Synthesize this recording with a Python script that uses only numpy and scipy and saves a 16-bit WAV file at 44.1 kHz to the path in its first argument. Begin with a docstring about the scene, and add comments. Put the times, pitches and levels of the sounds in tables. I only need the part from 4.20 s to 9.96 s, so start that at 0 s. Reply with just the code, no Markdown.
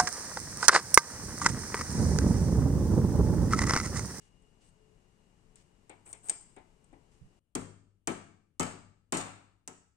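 """A hammer strikes steel on a wooden workbench: four blows and a light tap.
Each hit makes the steel clink, the bench thud and ring, and loose metal rattle; the small room echoes.
Before that, small steel parts are rubbed, slid and clicked together in the hand, close by.
The quiet workshop's air, hum and thin whine drop away just before the first blow."""
import sys
import numpy as np
from scipy import signal
from scipy.fft import rfft, irfft
from scipy.io import wavfile
from scipy.ndimage import uniform_filter1d

SR = 44100
rng = np.random.default_rng(int(sys.argv[2]) if len(sys.argv) > 2 else 0)


def generate_wav(signal):
    """Clip the signal to [-1, 1] and save it as 16-bit WAV at the path in sys.argv[1]."""
    frames = np.transpose(np.atleast_2d(signal))
    scaled = np.clip(frames, -1, 1) * 32767
    pcm = np.round(scaled).astype(np.int16)
    wavfile.write(sys.argv[1], SR, pcm)


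N = 254016
T = np.arange(SR) / SR  # one second of time, for a single hit
HIT_SAMPLES = 1100  # a hit's level counts as if its energy were packed into this many samples


def amp(db):
    """Turns decibels into a number to multiply by."""
    return 10 ** (np.asarray(db) / 20)


def curve_at(points, hz):
    """Joins points by straight lines over log frequency."""
    point_hz, values = np.transpose(points)
    return np.interp(np.log(hz + 1), np.log(point_hz + 1), values)


def with_energy(x, length):
    """Scales a stereo sound to the energy of `length` samples of size 1 on each side."""
    return x * np.sqrt(2 * length / (np.sum(x ** 2) + 1e-20))


def add(mix, start_s, sound, db, pan_db=0):
    """Mixes a sound in; a positive pan_db moves it to the left."""
    part = mix[:, max(round(start_s * SR), 0):][:, :sound.shape[1]]
    part += amp([[db + pan_db / 2], [db - pan_db / 2]]) * sound[:, :part.shape[1]]


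# How alike left and right are. Each row: frequency in Hz, likeness (1 means the same).
LIKENESS = [(60, 0.77), (300, 1), (640, -0.036), (1400, -.25), (3100, -0.084), (6500, 0.17), (8000, -0.29),
            (16000, 0.15)]
def noise(spectrum, size):
    """Stereo noise shaped by a spectrum, with both sides alike in the bass."""
    hz = np.fft.rfftfreq(size, 1 / SR)
    left, other = rfft(rng.standard_normal((2, size)))
    same = np.clip(curve_at(LIKENESS, hz), -1, 1)
    right = same * left + np.sqrt(1 - same ** 2) * other
    return with_energy(irfft(np.array([left, right]) * amp(curve_at(spectrum, hz)), size), size)


def burst(spectrum, t60, rise):
    """Noise that swells over `rise` seconds; t60 is its fade time, the seconds it takes to fall 60 dB."""
    return with_energy(noise(spectrum, SR) * amp(-60 * T / t60) * (1 - np.exp(-T / rise)), HIT_SAMPLES)


def ring(tones, rise_cycles, spread):
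    """The fading tones of a struck object, starting in step (spread 0) or at random (spread 1)."""
    out = np.zeros((2, SR))
    for hz, db, t60 in tones:
        side_lag = np.arccos(np.clip(curve_at(LIKENESS, hz), -1, 1)) * rng.choice([-.5, .5])
        phase = spread * rng.uniform(-np.pi, np.pi) + np.array([[side_lag], [-side_lag]])
        swell = 1 - np.exp(-T * hz / rise_cycles)
        fade = amp(db + rng.standard_normal() - 60 * T / t60)
        out += fade * swell * np.sin(2 * np.pi * hz * T + phase)
    return with_energy(out, HIT_SAMPLES)


def whine():
    """A wavering whine starts louder and settles, under a steady, high electrical tone."""
    t = np.arange(N) / SR
    pitch_hz = 2855 + 20 * noise([(1, 0), (60, 0), (300, -60)], N)[0]
    tone = np.sin(2 * np.pi * np.cumsum(pitch_hz) / SR)
    flutter_db = 2 * noise([(1, 0), (40, 0), (200, -60)], N)[0]
    level_db = -89 + 12.5 * np.exp(-t / .8) + flutter_db
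    return amp(level_db) * tone + amp(-97.5) * np.sin(2 * np.pi * 10100 * t)


# The workshop air, and the stillness beneath it. Each row: frequency in Hz, level in dB.
AIR = [(12, -34), (20, 0), (77, -12), (158, -9), (337, -18), (367, -14), (446, -20.5), (624, -22),
       (949, -23.5), (1400, -29.5), (2530, -29.5), (2910, -29), (3340, -34.5), (8410, -34.5),
       (16000, -68.5)]
STILLNESS = [(20, -3.5), (50, 3), (110, -5), (250, -11), (700, -24), (2000, -33), (2700, -31.5),
             (2880, -23.5), (3100, -31.5), (5000, -40.5), (8300, -33.5), (10000, -33.5), (16000, -50.5)]
# Electrical hum and hiss. Each row: frequency in Hz, width in Hz, level in dB.
HUM = [(98.6, 3, -84), (174, 4.4, -82), (433, 6, -81), (2910, 140, -92.5), (7414, 1400, -87),
       (11900, 570, -100)]
# Soft, low bumps. Each row: start in seconds, level in dB.
BUMPS = [(3.011, -56.5), (3.05, -65)]
def background(drop_at_s=3.19, drop_length_s=.0054):
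    """Air, hum and whine drop away to near silence, just after two soft bumps on the right."""
    out = amp(-68) * noise(AIR, N)
    for hz, width, db in HUM:
        band = [(hz - 3 * width, -90), (hz - width, -10), (hz, 0),
                (hz + width, -10), (hz + 3 * width, -90)]
        out += amp(db) * noise(band, N)
    out += whine()
    out *= np.clip((drop_at_s - np.arange(N) / SR) / drop_length_s + 1, 0, 1)
    out += amp(-80.5) * noise(STILLNESS, N)
    bump_spectrum = [(20, 7), (70, 5), (160, 5), (400, -35), (2000, -70)]
    for start, db in BUMPS:
        add(out, start, burst(bump_spectrum, t60=.16, rise=.004), db, pan_db=-26)
    return out


# The tone of the room's echo. Each row: frequency in Hz, level in dB.
ECHO = [(100, 3), (400, -4), (1200, 2.5), (2300, -3.5), (4500, -3), (8000, -4.5), (12000, -5.5),
        (16000, -11.5)]
# How long the echo lasts. Each row: frequency in Hz, fade time in seconds.
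ECHO_FADE = [(100, 0.98), (260, 0.63), (700, 0.46), (1840, 0.55), (4850, 0.59), (8300, 0.47), (12000, 0.21),
             (16000, 0.6)]
def room_echo(x):
    """The walls return a wash of sound in which each frequency band dies at its own speed."""
    hz, t, bands = signal.stft(noise(ECHO, SR), SR, nperseg=256)
    bands *= amp(2 * rng.standard_normal(len(hz)))[:, None]  # some bands come back stronger
    bands *= amp(-60 * t / curve_at(ECHO_FADE, hz)[:, None])
    tail = signal.istft(bands, SR, nperseg=256)[1][:, :SR]
    tail *= 1 - np.exp(-(T / .0046) ** 2)
    return signal.fftconvolve(x, with_energy(tail, .76), axes=1)[:, :N]


# Fingers rubbing steel. Each row: start in seconds, end in seconds, level in dB.
RUBS = [(0, 0.101, -73.5), (0.399, 0.509, -74), (1.349, 1.438, -71), (2.906, 3.001, -78)]
# The hiss of skin. Each row: frequency in Hz, level in dB.
SKIN = [(500, -15.5), (2300, -0.5), (4000, -4), (6800, 0), (8800, -0.5), (10000, -16), (16000, -32)]
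def rubbing():
    """Dry skin drags over steel: a soft, grainy hiss that fades as the finger lets go."""
    out = np.zeros((2, N))
    for start, end, db in RUBS:
        size = max(round((end - start) * SR), HIT_SAMPLES)
        ridges = uniform_filter1d(rng.exponential(1, size), size=30)
        pressure = amp(np.linspace(0, -7, size)) * signal.windows.tukey(size, .4)
        add(out, start, with_energy(noise(SKIN, size) * ridges * pressure, size), db)
    return out


# Steel sliding on steel. Each row: start in seconds, end in seconds, level in dB.
SLIDES = [(0.424, 0.513, -75), (1.848, 1.931, -57), (2.026, 2.096, -55)]
# The scrape of a slide. Each row: frequency in Hz, level in dB.
SCRAPE = [(300, -7.5), (900, -8.5), (2300, -17.5), (4500, -25), (7000, -15.5), (7800, 0), (8450, 4.5),
          (9000, -5.5), (9800, -18.5), (12500, -28), (16000, -37.5)]
def sliding():
    """Two steel faces catch on each other: a grainy, high hiss that swells as they are pressed."""
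    out = np.zeros((2, N))
    for start, end, db in SLIDES:
        size = max(round((end - start) * SR), HIT_SAMPLES)
        catches = uniform_filter1d(rng.exponential(1, size), size=20)
        pressure = amp(np.linspace(-7, 0, size)) * signal.windows.tukey(size, .45)
        add(out, start, with_energy(noise(SCRAPE, size) * catches * pressure, size), db)
    return out


# The tick of steel. Each row: frequency in Hz, level in dB.
TICK = [(1000, -13), (3000, -8.5), (4300, -7.5), (5500, -6), (7200, 3), (8500, 3.5), (9600, -12.5),
        (11000, -26.5), (13000, -28), (16000, -25.5)]
def tick(t60, rise):
    """Steel touching steel gives a short, bright burst of noise."""
    return burst(TICK, t60, rise)


# Parts meeting in the hand. Each row: start in seconds, ring level in dB, knock level in dB.
CLICKS = [(.222, -80, -81), (1.357, -63.5, -84), (1.695, -60, -52.5), (1.863, -65.5, -64),
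          (1.929, -47, -58.5), (2.086, -48, -53.5), (2.096, -31, -51), (2.364, -68.5, -53.5),
          (2.643, -73, -86.5), (2.727, -82, -57.5)]
# The tones of a part ringing freely. Each row: pitch in Hz, level in dB, fade time in seconds.
PART_TONES = [(4441, -22, .012), (6029, -12, .012), (6950, -7, .015), (7413, -3, .018), (7773, 0, .018),
              (8549, 0, .024), (8850, -14, .015), (12300, -29, .015)]
# The dull knock of held parts. Each row: frequency in Hz, level in dB.
KNOCK = [(60, -20.5), (170, -16), (270, -1.5), (420, -2.5), (580, -3.5), (870, 3.5), (1130, -9.5),
         (1700, -6.5), (2280, 0), (2700, -8), (3600, -10.5), (5000, -23), (12000, -57)]
def clicking():
    """Parts meet with a high ring and a dull knock, then touch again more softly."""
    out = np.zeros((2, N))
    held_tones = [(hz, db, t60 * .92) for hz, db, t60 in PART_TONES]  # the grip shortens the ring
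    for start, ring_db, knock_db in CLICKS:
        for delay_s, softer_db in [(0, 0), (.0033, -7)]:
            steel = ring(held_tones, rise_cycles=2.2, spread=.1276)
            steel += amp(-8.5) * tick(t60=.03, rise=.00029)
            add(out, start + delay_s, steel, ring_db + softer_db)
        # The more the fingers smother the ring, the darker the knock.
        db_per_octave = -.25 * max(knock_db - ring_db, 0)
        cushioned = [(hz, db + db_per_octave * np.log2(hz)) for hz, db in KNOCK]
        add(out, start, burst(cushioned, t60=.17, rise=.0029), knock_db)
    return out


def rattle(contacts_per_s=1500):
    """A loose scrap of steel makes a quick shower of tiny contacts, each a tick and a short ring."""
    contacts = rng.standard_normal(SR) * (rng.random(SR) < contacts_per_s / SR)
    contacts *= amp(-60 * T / .34) * (1 - np.exp(-T / .012))
    tones = [(hz, 0, .06) for hz in rng.uniform(2500, 8000, size=12)]
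    scrap = tick(t60=.0091, rise=.00075) + amp(-5.5) * ring(tones, rise_cycles=2.4, spread=.65)
    return with_energy(signal.fftconvolve(contacts[None], scrap, axes=1)[:, :SR], HIT_SAMPLES)


# The tones of the bench and the things on it. Each row: pitch in Hz, level in dB, fade time in seconds.
BENCH_TONES = [(100.3, -7.5, 1), (153, -2.5, 0.53), (185.6, -4, 0.61), (249.9, 3.5, 0.24),
               (280.5, -0.5, 0.36), (377, 2, 0.31), (452, -9, 0.36), (591, -21, 0.7), (660, -19.5, 0.092),
               (830, -16, 0.59), (895, -3.5, 0.28), (1056, -27, .42), (1164, -19.5, 0.32), (1309, -5, 0.49),
               (1600, -15, 0.23), (1940, -20, .35), (2120, -18.5, 0.31), (2030, -19, 0.34),
               (2330, -22.5, 0.46), (3060, -7.5, 0.3)]
def bench_ring(hardness_db):
    """The bench rings on, brighter after a harder hit; close pairs of tones make it throb."""
    db_per_octave = .31 * hardness_db
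    tones = [(hz, db + db_per_octave * np.log2(hz), t60) for hz, db, t60 in BENCH_TONES]
    partners = [(hz + rng.uniform(-12.5, 10), db - 6, t60) for hz, db, t60 in tones if hz > 200]
    return ring(tones + partners, rise_cycles=1.1, spread=.86)


# The tones of hammered steel. Each row: pitch in Hz, level in dB, fade time in seconds.
CLINK_TONES = [(5500, -9, .008), (6200, -4, .008), (6750, -4, .008), (7250, -3, .009), (7750, -1, .011),
               (8320, -2, .013), (8800, -10, .01)]
# The snap of first contact. Each row: frequency in Hz, level in dB.
SNAP = [(800, -12.5), (3000, -12), (6500, 2.5), (8600, 0), (10000, -6), (13000, -13.5), (16000, -23)]
def clink():
    """Steel meets steel: a sharp snap and a short, high ring."""
    steel = ring(CLINK_TONES, rise_cycles=2.4, spread=1) + tick(t60=.017, rise=.0026)
    return with_energy(steel, HIT_SAMPLES) + amp(-7) * burst(SNAP, t60=.011, rise=.00014)


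# Hammer blows. Each row: start in seconds, then force, hardness and looseness of the metal, all in dB.
BLOWS = [(3.3514, -3.5, -4.5, -18), (3.873, -2.5, 0.5, -18), (4.3964, -0.5, 0, -9.5),
         (4.9227, 0, 0.5, -3.5), (5.4759, -19, 2, -20.5)]
# The bench's sharp crack and low thud. Each row: frequency in Hz, level in dB.
CRACK = [(150, -20), (450, -7), (720, 3.5), (900, 0.5), (1300, -0.5), (1600, -6), (2200, -3.5), (3100, -10),
         (4400, -19.5), (6000, -32), (8200, -19), (10000, -28), (16000, -46)]
THUD = [(30, -15.5), (70, -18), (150, -9.5), (200, -6.5), (265, -1.5), (440, -1.5), (560, -9), (1000, -21),
        (3000, -55)]
# The struck piece jumps and lands after the strongest blows. Each row: start in seconds, level in dB.
REBOUNDS = [(4.407, -41), (4.4306, -45), (4.9713, -41)]
def hammering(steel_pan_db=-2.4, bench_pan_db=-2):
    """Steel clinks, then the bench cracks, thuds and rattles. 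Returns the hits and the bench's ring."""
    hits, ringing = np.zeros((2, 2, N))
    for start, force_db, hardness_db, loose_db in BLOWS:
        clink_db = -37.5 + .52 * force_db
        crack_db = -33.5 + 1.15 * force_db + hardness_db
        thud_db = -34 + 1.34 * force_db
        crack_t60 = .11 + .56 * amp(loose_db)  # loose metal draws the crack out
        add(hits, start, clink(), clink_db, steel_pan_db)
        add(hits, start + .0048, clink(), clink_db - 6, steel_pan_db)  # the hammer settles
        add(hits, start + .001288, burst(CRACK, crack_t60, rise=.00054), crack_db, bench_pan_db)
        add(hits, start + .0013, burst(THUD, t60=.14, rise=.0067), thud_db, bench_pan_db)
        add(hits, start + .0073, rattle(), crack_db + loose_db, bench_pan_db)
        add(ringing, start + .002038, bench_ring(hardness_db), -34.5 + force_db, bench_pan_db)
    for start, db in REBOUNDS:
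        add(hits, start, clink(), db, pan_db=1.5)
    return hits, ringing


def scene():
    """The hand sounds, the hammer and their echoes, over the workshop background."""
    hand = clicking() + sliding() + rubbing()
    hits, ringing = hammering()
    echoes = amp(-11) * room_echo(hand) + amp(-8.5) * room_echo(hits)
    return background() + echoes + hand + ringing + hits


# How much louder the microphone's left side is. Each row: frequency in Hz, left minus right in dB.
MIC_BALANCE = [(50, 10.5), (300, 12), (900, 9.5), (1500, 7.5), (4000, 3), (6000, 0), (7200, -0.5),
               (8400, 11), (10000, 4), (15000, 1)]
def record(dry, top_hz=16000):
    """Each side of the microphone colours the sound its own way, and the highest treble is cut."""
    hz = np.linspace(0, SR / 2, num=1025)
    balance_db = curve_at(MIC_BALANCE, hz)
    sides = np.array([signal.firwin2(255, hz, amp(side * balance_db), fs=SR) for side in (.5, -.5)])
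    heard = signal.oaconvolve(dry, sides, "same", axes=1)
    treble_cut = signal.firwin(301, top_hz, window=("kaiser", 9), fs=SR)
    return signal.oaconvolve(heard, treble_cut[None], "same")


dry = scene()
out = record(dry)
generate_wav(out)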